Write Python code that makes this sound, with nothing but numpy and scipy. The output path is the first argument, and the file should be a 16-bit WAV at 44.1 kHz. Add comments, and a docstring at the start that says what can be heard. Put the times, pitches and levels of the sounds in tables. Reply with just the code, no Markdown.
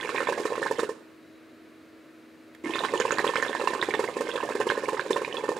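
"""A water pipe, close and a little right of the microphone, bubbles hard through two long draws.
Gas slugs leave the stem unevenly about 18 times a second; each is a short rising tone that rings the vase.
Spray is gated noise, surface bubbles are snapping and chirping tones, and swarms of small ones fill in.
The place is a small, quiet bedroom: echoes and a short tail, a faint hum, thin whistles and hush.
One light tick comes just before the second draw."""
import sys
import numpy as np
from scipy import signal
from scipy.fft import rfft, irfft, next_fast_len
from scipy.io import wavfile

SR = 44100
rng = np.random.default_rng(int(sys.argv[2]) if len(sys.argv) > 2 else 0)


def inscribe(sig):
    """Save sig as 16-bit PCM at rate SR to the path in sys.argv[1].

    A 1-D sig is mono; a 2-D sig holds one channel per row.
    Samples are clipped to [-1, 1] before scaling.
    """
    pcm = np.round(np.clip(np.atleast_2d(sig).T, -1, 1) * 32767)
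    wavfile.write(sys.argv[1], SR, pcm.astype(np.int16))


N = 246644
TIME = np.arange(N) / SR

# still room: pitch_hz, relative density_db (per Hz)
HUSH_CURVE = [(25, -32), (55, -22), (85, -3.5), (190, -5.5), (255, 6.5), (290, 5), (420, 2.5), (690, -2.5),
              (780, -12), (1400, -6), (2500, -10.5), (3200, -17.5), (4200, -17), (5500, -24), (15500, -32)]
# hum of an appliance: pitch_hz, level_db (rms)
HUM_TONES = [(240, -66), (319.5, -54.5)]
# thin whistles in the hush: pitch_hz, level_db (rms)
THIN_WHISTLES = [(3900, -80), (6690, -88)]
# light tick just before the second draw: start_s, relative level_db
LIGHT_TICK = (2.549, -44)
# echoes off the nearest hard surfaces: delay_s, level_db
WALL_ECHOES = [(.0083, -16), (.00893, -20)]
# how much louder the pipe and its echoes are on the right: pitch_hz, level_db
RIGHT_LEAN = [(150, 0), (330, 1.5), (500, 4), (1000, 7.2), (2000, 10.2), (4000, 11.3), (8000, 10.5),
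              (13000, 8)]
# how the vase lets the sound of the bubbles out: pitch_hz, gain_db
VASE_OUTLET = [(30, -26), (65, -11), (130, 1), (250, 0.5), (345, 1), (460, -3), (700, 0), (1050, 3.5),
               (1300, -2.5), (1600, 0.5), (3700, 1.5)]
# lowest air modes of the vase above the water: pitch_hz, width_hz, relative level_db
AIR_MODES = [(479, 62, 3), (580, 55, 7.5), (972.6, 63, 6), (1063, 66, 8.5), (1170, 64, -3),
             (1783, 44, -1.5)]
# longest-ringing higher modes of the vase: pitch_hz, width_hz, relative level_db
NECK_MODES = [(1462, 38, -6), (1555, 38, -1), (1672, 34, -2), (1790, 38, 0), (2000, 38, -7), (2155, 34, -9),
              (2342, 40, -8), (2512, 30, -9), (2685, 40, -9), (3390, 70, -7), (3605, 70, 0)]
# spray and froth heard through the vase: pitch_hz, relative density_db (per Hz)
SPRAY_CURVE = [(300, -68), (1500, -10.5), (2500, 8), (3600, -2.5), (4600, 4), (6200, -1), (6750, 3.5),
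               (7100, 2), (9300, -1.5), (12700, -16), (13400, -11), (14200, -25)]
# dull sloshing of the whole water body: pitch_hz, relative density_db (per Hz)
SLOSH_CURVE = [(50, 3), (90, -4), (130, -2.5), (180, 0), (350, 11.5), (550, 7.5), (750, 0.5), (1100, 3.5),
               (2500, -41)]
# draws on the hose: start_s, end_s, relative churn_db, relative froth_db
HOSE_DRAWS = [(0, 0.832, -26.5, -48), (2.645, 5.6, -25, -48.5)]
# bubbles heard bursting at the surface, loud and faint: start_s, pitch_hz, relative level_db
SURFACE_POPS = [(.011, 3380, -31.5), (.029, 1780, -29.5), (.092, 1110, -21), (.1617, 2240, -26),
                (.178, 2420, -25.5), (.1826, 1810, -21), (.2043, 1320, -21), (.272, 1010, -22),
                (.286, 1190, -31), (.2955, 955, -32), (.329, 1623, -27), (.555, 1070, -24.5),
                (.6286, 1660, -21), (.6615, 920, -24.5), (.667, 1570, -24.5), (.7937, 1120, -19),
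                (2.708, 3090, -35.5), (2.737, 2500, -27), (2.749, 3580, -30), (2.7568, 1220, -22),
                (2.7845, 1410, -25.5), (2.7912, 3680, -24.5), (2.8375, 1036, -20.5), (2.8497, 1086, -19),
                (2.976, 2900, -30), (2.9778, 6770, -35), (3.0005, 6780, -26.5), (3.0008, 1102, -16.5),
                (3.013, 1670, -24), (3.0536, 950, -27.5), (3.1077, 1420, -17.5), (3.1209, 6800, -24),
                (3.1218, 2560, -29), (3.1843, 1070, -18), (3.1848, 4390, -28), (3.193, 1800, -18),
                (3.2455, 967, -20), (3.2755, 1110, -23.5), (3.2774, 3210, -22.5), (3.299, 960, -30),
                (3.3373, 1030, -26), (3.3567, 1302, -16.5), (3.3647, 2150, -22), (3.4238, 6600, -33.5),
                (3.4261, 1700, -19.5), (3.4496, 1580, -25.5), (3.483, 3560, -31), (3.519, 3250, -40),
                (3.5302, 1715, -28), (3.531, 3220, -39), (3.5506, 983, -21.5), (3.6135, 1140, -23),
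                (3.6741, 1018, -15.5), (3.7355, 1710, -27), (3.7501, 1070, -22.5), (3.8151, 3660, -24),
                (3.8269, 1800, -16), (3.9077, 2230, -29), (3.9385, 1790, -21), (4.043, 1740, -28),
                (4.3157, 3270, -31.5), (4.3595, 3470, -31.5), (4.3777, 1290, -25), (4.403, 1014, -27),
                (4.4288, 970, -26.5), (4.5215, 1560, -29.5), (4.614, 1680, -24.5), (4.6905, 3060, -26.5),
                (4.7012, 1570, -17), (4.8888, 1040, -21), (4.9951, 1540, -19), (5.1314, 3570, -25),
                (5.165, 1010, -21), (5.248, 2340, -25.5), (5.3265, 2920, -30.5), (5.369, 3360, -28),
                (5.456, 1340, -33), (5.4815, 1080, -28)]
# gas slugs heard leaving the stem, mostly big ones: start_s, pitch_hz, relative level_db
STEM_SLUGS = [(0.1449, 422, -22), (0.2041, 470, -19.5), (0.2273, 452, -25), (0.288, 500, -14.5),
              (0.3229, 486, -21.5), (.377, 495, -20), (0.4, 415, -20), (0.4536, 443, -15),
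              (0.5022, 430, -26.5), (0.5217, 498, -18.5), (0.565, 420, -35), (0.5786, 446, -20.5),
              (0.6179, 474, -19.5), (0.6526, 464, -23.5), (0.7107, 463, -14), (0.7857, 478, -18.5),
              (0.7918, 466, -17.5), (0.8316, 429, -17), (0.892, 442, -19), (2.6395, 322, -30),
              (2.6623, 308, -25.5), (2.696, 350, -25), (2.754, 432, -21.5), (2.806, 542, -21.5),
              (2.844, 400, -25.5), (2.9368, 467, -14.5), (2.956, 365, -22.5), (3.0, 446, -14.5),
              (3.0515, 475, -16.5), (3.1235, 455, -18.5), (3.1985, 412, -22.5), (3.2418, 420, -18),
              (3.2667, 477, -18), (3.2913, 446, -18.5), (3.3594, 462, -24.5), (3.3816, 460, -21.5),
              (3.426, 495, -19.5), (3.463, 510, -23), (3.4939, 423, -23.5), (3.549, 550, -26),
              (3.5974, 485, -21.5), (3.6144, 488, -20), (3.6384, 407, -21.5), (3.7043, 400, -23.5),
              (3.734, 523, -21.5), (3.886, 408, -18), (3.9419, 432, -20.5), (3.9935, 455, -13),
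              (4.0379, 430, -20.5), (4.0864, 521, -21), (4.167, 421, -19), (4.2076, 470, -15),
              (4.2887, 440, -22), (4.3376, 496, -25), (4.3554, 480, -18.5), (4.4346, 461, -20),
              (4.451, 600, -26.5), (4.4894, 545, -21), (4.5064, 437, -21.5), (4.5523, 408, -18.5),
              (4.6015, 447, -15), (4.6676, 413, -16), (4.719, 457, -18.5), (4.7561, 490, -33),
              (4.7764, 441, -17.5), (4.79, 435, -35), (4.8354, 456, -21), (4.883, 426, -19.5),
              (4.9304, 449, -19.5), (4.9437, 432, -23.5), (5.062, 443, -24), (5.1062, 410, -12),
              (5.1606, 470, -16), (5.217, 450, -20), (5.2769, 453, -25.5), (5.3429, 484, -22),
              (5.382, 445, -23), (5.4376, 450, -19.5), (5.4897, 432, -13.5), (5.5175, 490, -21.5),
              (5.5662, 436, -22.5)]

HUSH_DB, TOP_HZ = -54.5, 15600
CHURN_SAG_DB, FROTH_SAG_DB = 4.5, 7.5  # the suction weakens by this much in the course of a draw
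START_S, SETTLE_S = 0.004, 0.055  # the water starts at once and settles quickly
FROTH_RISE_S, FROTH_START_DB, CHURN_START_DB = 0.05, -3, -1.5  # both take a moment to build
SNAP_GROWTH = 0.7  # extra dB of snap for each dB by which a pop is louder than usual
SPLASH_RISE_S = 0.003  # droplets take a moment to fly
DOME_TOP_DB = -18.5  # slugs louder than this break up and make no bigger dome
SLUG_PERIOD_S, SLUG_HZ, SLUG_DB = 0.055, 443, -29.5  # beat of the gas, and an ordinary slug


def undb(db):
    """Decibels to gain."""
    return 10 ** (np.asarray(db) / 20)


def unit(x):
    """Scale to rms 1."""
    return x / np.sqrt(np.mean(x ** 2))


def add(track, s, sound):
    """Mix a sound into a track at s seconds."""
    i = int(np.clip(s * SR, 0, N))
    track[i:i + len(sound)] += sound[:N - i]


def colour(x, points):
    """Filter by a (Hz, dB) curve, without shifting phase."""
    hz, db = np.transpose(points)
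    size = next_fast_len(2 * (N // 2 + SR // 8), True)
    f = np.maximum(np.fft.rfftfreq(size, 1 / SR), 1)
    gain = undb(np.interp(np.log(f), np.log(hz), db))
    return irfft(rfft(x, size) * gain, size)[:N]


def noise(points):
    """Coloured noise of rms 1."""
    return unit(colour(rng.standard_normal(N), points))


def convolve(x, response):
    """Pass a track through an impulse response."""
    return signal.fftconvolve(x, response)[:N]


def still_room(side_db=-10, rumble_db=-86):
    """Even hush, a deep rumble that differs left and right, a nearly steady hum and wavering whistles."""
    rumble = noise([(25, 4), (50, -8), (300, -45)])
    hush = undb(HUSH_DB) * noise(HUSH_CURVE)
    side = undb(HUSH_DB + side_db) * noise(HUSH_CURVE) + undb(rumble_db) * rumble
    slow = [(1, 0), (3, -3), (12, -40), (200, -120)]
    hum, whistles = np.zeros(N), np.zeros(N)
    for hz, db in HUM_TONES:
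        phase = 2 * np.pi * hz * TIME + 0.15 * noise(slow)
        hum += undb(db) * np.sqrt(2) * np.sin(phase)
    for hz, db in THIN_WHISTLES:
        narrow = noise([(hz * 0.92, -60), (hz, 0), (hz / 0.92, -60)])
        whistles += undb(db) * noise(slow) * narrow
    return hush + side * np.array([[1], [-1]]) + hum + whistles


def tick(fall_s=0.0028):
    """One faint, bright tick: coloured noise that starts abruptly and dies away."""
    s, db = LIGHT_TICK
    tone = [(700, -31), (2000, 10.0), (3500, -2), (14000, -18)]
    return undb(db) * noise(tone) * (TIME > s) * np.exp(-np.abs(TIME - s) / fall_s)


def slap(x):
    """Distinct echoes off the nearest hard surfaces."""
    out = np.zeros(N)
    for s, db in WALL_ECHOES:
        add(out, s, undb(db) * x)
    return out


def bedroom(x, early_db=-11, early_s=0.01, tail_db=-13, t60=0.67):
    """Scattered echoes off the furniture, then a short tail soaked up by the bedding."""
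    t = TIME[:SR // 2]
    early, tail = rng.standard_normal((2, len(t)))
    sparse = rng.random(len(t)) < 0.03
    early = unit(early * sparse * (t > 0.002) * np.exp(-t / early_s))
    tail = unit(tail * (t > 0.008) * np.exp(-np.log(1000) * t / t60))
    response = undb(early_db) * early + undb(tail_db) * tail
    return convolve(x, response / np.sqrt(len(t)))


def ring(modes, wave=np.sin):
    """Response of a set of (Hz, width Hz, dB) modes to a sudden push."""
    t = TIME[:SR // 12]
    return sum(undb(db) * np.exp(-np.pi * width * t) * wave(2 * np.pi * hz * t)
               for hz, width, db in modes)


def upper_modes(x, count=100, low_hz=1350, high_hz=5200, crowd_db=-19, neck_db=-19, width_hz=70):
    """Sound lingers between the glass walls: a few strong modes in a crowd of weak ones."""
    place, damping, strength = rng.standard_normal((count, 3)).T
    hz = low_hz * (high_hz / low_hz) ** ((np.arange(count) + place / 2) / count)
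    width = width_hz * np.sqrt(hz / low_hz) * np.exp(0.2 * damping)
    modes = list(zip(hz, width, strength + 10 * np.log10(hz / low_hz)))
    # neighbouring modes push the air in opposite senses
    crowd = unit(ring(modes[::2]) - ring(modes[1::2]))
    neck = unit(ring(NECK_MODES, np.cos))
    response = undb(crowd_db) * crowd + undb(neck_db) * neck
    return convolve(x, response / np.sqrt(len(response)))


def drawing():
    """Gains of churn and froth: each draw whips the water up, weakens steadily and settles at its end."""
    churn, froth = np.zeros(N), np.zeros(N)
    for start, end, churn_db, froth_db in HOSE_DRAWS:
        before, after = np.maximum(start - TIME, 0), np.maximum(TIME - end, 0)
        gate = np.exp(-before / START_S - after / SETTLE_S)
        age = np.clip(TIME - start, 0, end - start)
        spent, calm = age / (end - start), np.exp(-age / FROTH_RISE_S)
        churn += gate * undb(churn_db - CHURN_SAG_DB * spent + CHURN_START_DB * calm)
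        froth += gate * undb(froth_db - FROTH_SAG_DB * spent + FROTH_START_DB * calm)
    return churn, froth


def slack(s):
    """Share of the current draw that has passed at s seconds, 0-1."""
    begun = [draw for draw in HOSE_DRAWS if draw is HOSE_DRAWS[0] or draw[0] - 0.05 < s]
    start, end = begun[-1][:2]
    return np.clip((s - start) / (end - start), 0, 1)


def aftermath(events, rise_s, fall_s):
    """Agitation that each burst leaves behind, as a gain; bursts add by power."""
    bursts, t = np.zeros(N), TIME[:SR // 6]
    for s, hz, db in events:
        add(bursts, s, undb([db]) ** 2)
    shape = (1 - np.exp(-t / rise_s)) * np.exp(-t / fall_s)
    return np.sqrt(np.abs(convolve(bursts, shape ** 2)))


def spray(events, froth, splash_db=-23, froth_db=-4, grain_db=5.0, lead_s=0.0026, scatter_db=2,
          follow=0.18):
    """Droplets spatter around each burst, the more so on a thick froth, over its steady fizz."""
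    chance = rng.standard_normal(len(events))
    splashes = [(s - lead_s, hz, db + scatter_db * c) for (s, hz, db), c in zip(events, chance)]
    splash = aftermath(splashes, rise_s=SPLASH_RISE_S, fall_s=0.02)
    thickness = np.maximum(froth / froth.max(), 0.4) ** follow
    # every half millisecond brings droplets of another size
    sizes = np.repeat(np.minimum(rng.standard_normal(N // 24 + 1), 2), 24)[:N]
    grains = undb(grain_db * sizes) * rng.standard_normal(N)
    gain = np.hypot(splash * thickness * undb(splash_db), froth * undb(froth_db))
    return gain * unit(colour(grains, SPRAY_CURVE))


def bubble(hz, cycles, swell, glide):
    """A pocket of gas rings: it swells and dies within a few cycles while its pitch slides up."""
    turns = np.arange(int(7 * cycles * SR / hz)) * hz / SR
    envelope = (1 - np.exp(-(turns / swell) ** 2)) * np.exp(-turns / cycles)
    bend = 1 + glide * np.tanh((turns / cycles - 1 / 2) / 2)
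    return envelope / envelope.max() * np.sin(2 * np.pi * np.cumsum(bend) * hz / SR)


def swarm(gain, count, low_hz, high_hz, cycles, spread_db):
    """Many lesser bubbles of all sizes, as strong as the flow that makes them; most barely rise in pitch."""
    out = np.zeros(N)
    for when, size, strength, side, rise in rng.random((count, 5)):
        hz = low_hz * (high_hz / low_hz) ** size
        blip = bubble(hz, cycles, swell=1, glide=0.12 * rise ** 2)
        polarity = np.sign(side - 0.5)
        add(out, when * N / SR, polarity * undb(spread_db * strength ** 3) * blip)
    return unit(out) * gain


def domes_and_strays(slugs, dome_hz=1020, dome_db=-9.0, dome_sag_db=4, dome_spread=0.153, lag_s=0.0055,
                     spread_db=-3.0, stray_db=-4, low_hz=1400, high_hz=2800, small_db=-3, count=30):
    """During a draw each slug soon bursts as a surface dome; strays burst any time, the smaller the fainter."""
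    rows = []
    for (s, _, db), (late, size, strength) in zip(slugs, rng.standard_normal((len(slugs), 3))):
        if any(start < s < end for start, end, _, _ in HOSE_DRAWS):
            level = min(db, DOME_TOP_DB) + dome_db - dome_sag_db * slack(s) + spread_db * strength
            rows.append((s + lag_s * abs(late), dome_hz * np.exp(dome_spread * size), level))
    churn_db = 20 * np.log10(drawing()[0] + 1e-9)
    for when, size in rng.random((count, 2)):
        level = churn_db[int(when * N)] + stray_db + small_db * size
        rows.append((when * N / SR, low_hz * (high_hz / low_hz) ** size, level))
    return rows


def pops(bursts, pop_db=3.0, snap_db=-7, lead_s=0.0003, rings=2.7, snap_hz=2400, vase_db=-18,
         usual_db=-21, puff_db=-9, linger_db=-12):
    """A film snaps, puffs dully and jolts the vase air; the opened cavity rings, and small ones chirp on."""
    out = np.zeros(N)
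    for (s, hz, db), chance in zip(bursts, rng.standard_normal((len(bursts), 2))):
        cycles = rings * np.sqrt(hz / 1500) * np.exp(0.16 * chance[0])
        small = hz / 1600  # 1 for a middling bubble, which snaps hardest
        cavity = bubble(hz, cycles, swell=0.52 * max(small, 1), glide=0.04)
        add(out, s - lead_s, undb(db + pop_db) * cavity)
        chirp = bubble(hz, 3 * cycles, swell=2 * cycles, glide=0.06 * abs(chance[1]))
        add(out, s, undb(db + linger_db) * min(small, 1) * chirp)
        snap = bubble(snap_hz * np.exp(0.12 * chance[1]), cycles=0.5, swell=0.35, glide=0)
        snap_level = db + snap_db + SNAP_GROWTH * (db - usual_db)
        add(out, s, undb(snap_level) * min(small, 1 / small ** 2) * snap)
        puff = bubble(750, cycles=0.5, swell=0.35, glide=0)
        add(out, s - lead_s, undb(db + puff_db) * min(small, 1 / small) ** 2 * puff)
        add(out, s, undb(db + vase_db) * min(1 / small, 1) * ring(AIR_MODES))
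    return out


def ordinary_slugs(jitter_s=0.00502, pitch_spread=0.068, spread_db=2):
    """Ordinary slugs keep the beat wherever the listed ones leave a gap, as (s, Hz, dB)."""
    rows, chance = [], iter(rng.standard_normal((200, 3)))
    for start, end, _, _ in HOSE_DRAWS:
        marks = [start] + [s for s, _, _ in STEM_SLUGS if start < s < end] + [end]
        for before, after in zip(marks, marks[1:]):
            beats = max(round((after - before) / SLUG_PERIOD_S), 1)
            for s in np.linspace(before, after, beats + 1)[1:-1]:
                late, size, strength = next(chance)
                db = SLUG_DB + spread_db * strength
                rows.append((s + jitter_s * late, SLUG_HZ * np.exp(pitch_spread * size), db))
    return rows


def glugs(slugs, glug_db=0, vase_db=-14.5, vase_sag_db=5, lead_s=0.0012, rings=1.35, linger_db=-12,
          trail_db=-11, trail_s=0.013, ahead_db=-12, ahead_s=0.00705):
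    """Each slug plops off the stem, rings on rising and jolts the vase air; smaller ones lead and trail."""
    out = np.zeros(N)
    for (s, hz, db), chance in zip(slugs, rng.standard_normal((len(slugs), 7))):
        cycles = rings * max(420 / hz, 1) ** 2.3 * np.exp(0.067 * chance[0])
        add(out, s - lead_s, undb(db + glug_db) * bubble(hz, cycles, swell=1.07, glide=0.17))
        lingering = bubble(hz * 0.96, cycles=4, swell=4, glide=0.1)
        add(out, s - lead_s, undb(db + linger_db) * lingering)
        # the heaving water changes the air space, so every jolt is tuned a little differently
        heave = np.exp(0.035 * chance[2])
        jolt = ring([(mode_hz * heave, width, mode_db) for mode_hz, width, mode_db in AIR_MODES])
        push = 1 - np.exp(-TIME[:len(jolt)] / 0.0015)
        sharpness = min(hz / 420, 1) ** 3  # big, slow slugs barely jolt it
        jolt_db = db + vase_db - vase_sag_db * slack(s) + chance[1]
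        add(out, s, undb(jolt_db) * sharpness * push * jolt)
        trail_hz, ahead_hz = hz * np.exp(0.12 * chance[[3, 5]])
        trailer = bubble(trail_hz, rings, swell=0.53, glide=0.082)
        add(out, s + trail_s * np.exp(0.4 * chance[4]), undb(db + trail_db) * trailer)
        leader = bubble(ahead_hz, rings, swell=0.58, glide=0.14)
        add(out, s - ahead_s * np.exp(0.431 * chance[6]), undb(db + ahead_db) * leader)
    return out


def water(slugs, bursts, flow, froth, gurgle_db=-12, plink_db=-15.0, fizz_db=-1, crackle_db=-4,
          slosh_db=-12, wake_db=-13, steady_db=-4.5):
    """Everything that stirs in the vase; the water churns hardest in the wake of each slug."""
    wake = aftermath(slugs, rise_s=0.002, fall_s=0.0063)
    churn = np.hypot(flow * undb(steady_db), wake * undb(wake_db))
    gurgle = swarm(churn * undb(gurgle_db), 200, low_hz=340, high_hz=590, cycles=3, spread_db=12)
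    plinks = swarm(churn * undb(plink_db), 340, low_hz=850, high_hz=2300, cycles=4.6, spread_db=12)
    # a burst film breaks into tiny bubbles that fizz and crackle away
    shreds = np.hypot(froth, undb(-16) * aftermath(bursts, rise_s=0.002, fall_s=0.012))
    fizz = swarm(shreds * undb(fizz_db), 1700, low_hz=1550, high_hz=4100, cycles=7.5, spread_db=15)
    crackle = swarm(shreds * undb(crackle_db), 2600, low_hz=1800, high_hz=5600, cycles=1.4, spread_db=14)
    slosh = churn * undb(slosh_db) * noise(SLOSH_CURVE)
    stirring = glugs(slugs) + pops(bursts) + gurgle + plinks + fizz + crackle + slosh
    return colour(stirring, VASE_OUTLET)


def scene(apart_db=-4):
    """The pipe stands to the right, the more clearly so in the treble; its echoes spread a little."""
    slugs = list(STEM_SLUGS) + ordinary_slugs()
    bursts = list(SURFACE_POPS) + domes_and_strays(slugs)
    churn, froth = drawing()
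    pipe = water(slugs, bursts, churn, froth) + spray(slugs + bursts, froth) + tick()
    pipe = pipe + upper_modes(pipe)
    near = pipe + slap(pipe) + bedroom(pipe)
    spread = undb(apart_db) * bedroom(pipe)
    # left and right gains add up to 2 at every pitch
    left_share = [(hz, 20 * np.log10(2 / (1 + undb(db)))) for hz, db in RIGHT_LEAN]
    left = colour(near, left_share) + spread / 2
    return np.array([left, 2 * near - left]) + still_room()


def record(dry):
    """The recorder cuts the top with a steep low-pass."""
    return signal.sosfilt(signal.ellip(10, 0.1, 80, TOP_HZ, fs=SR, output="sos"), dry)


dry = scene()
out = record(dry)
inscribe(out)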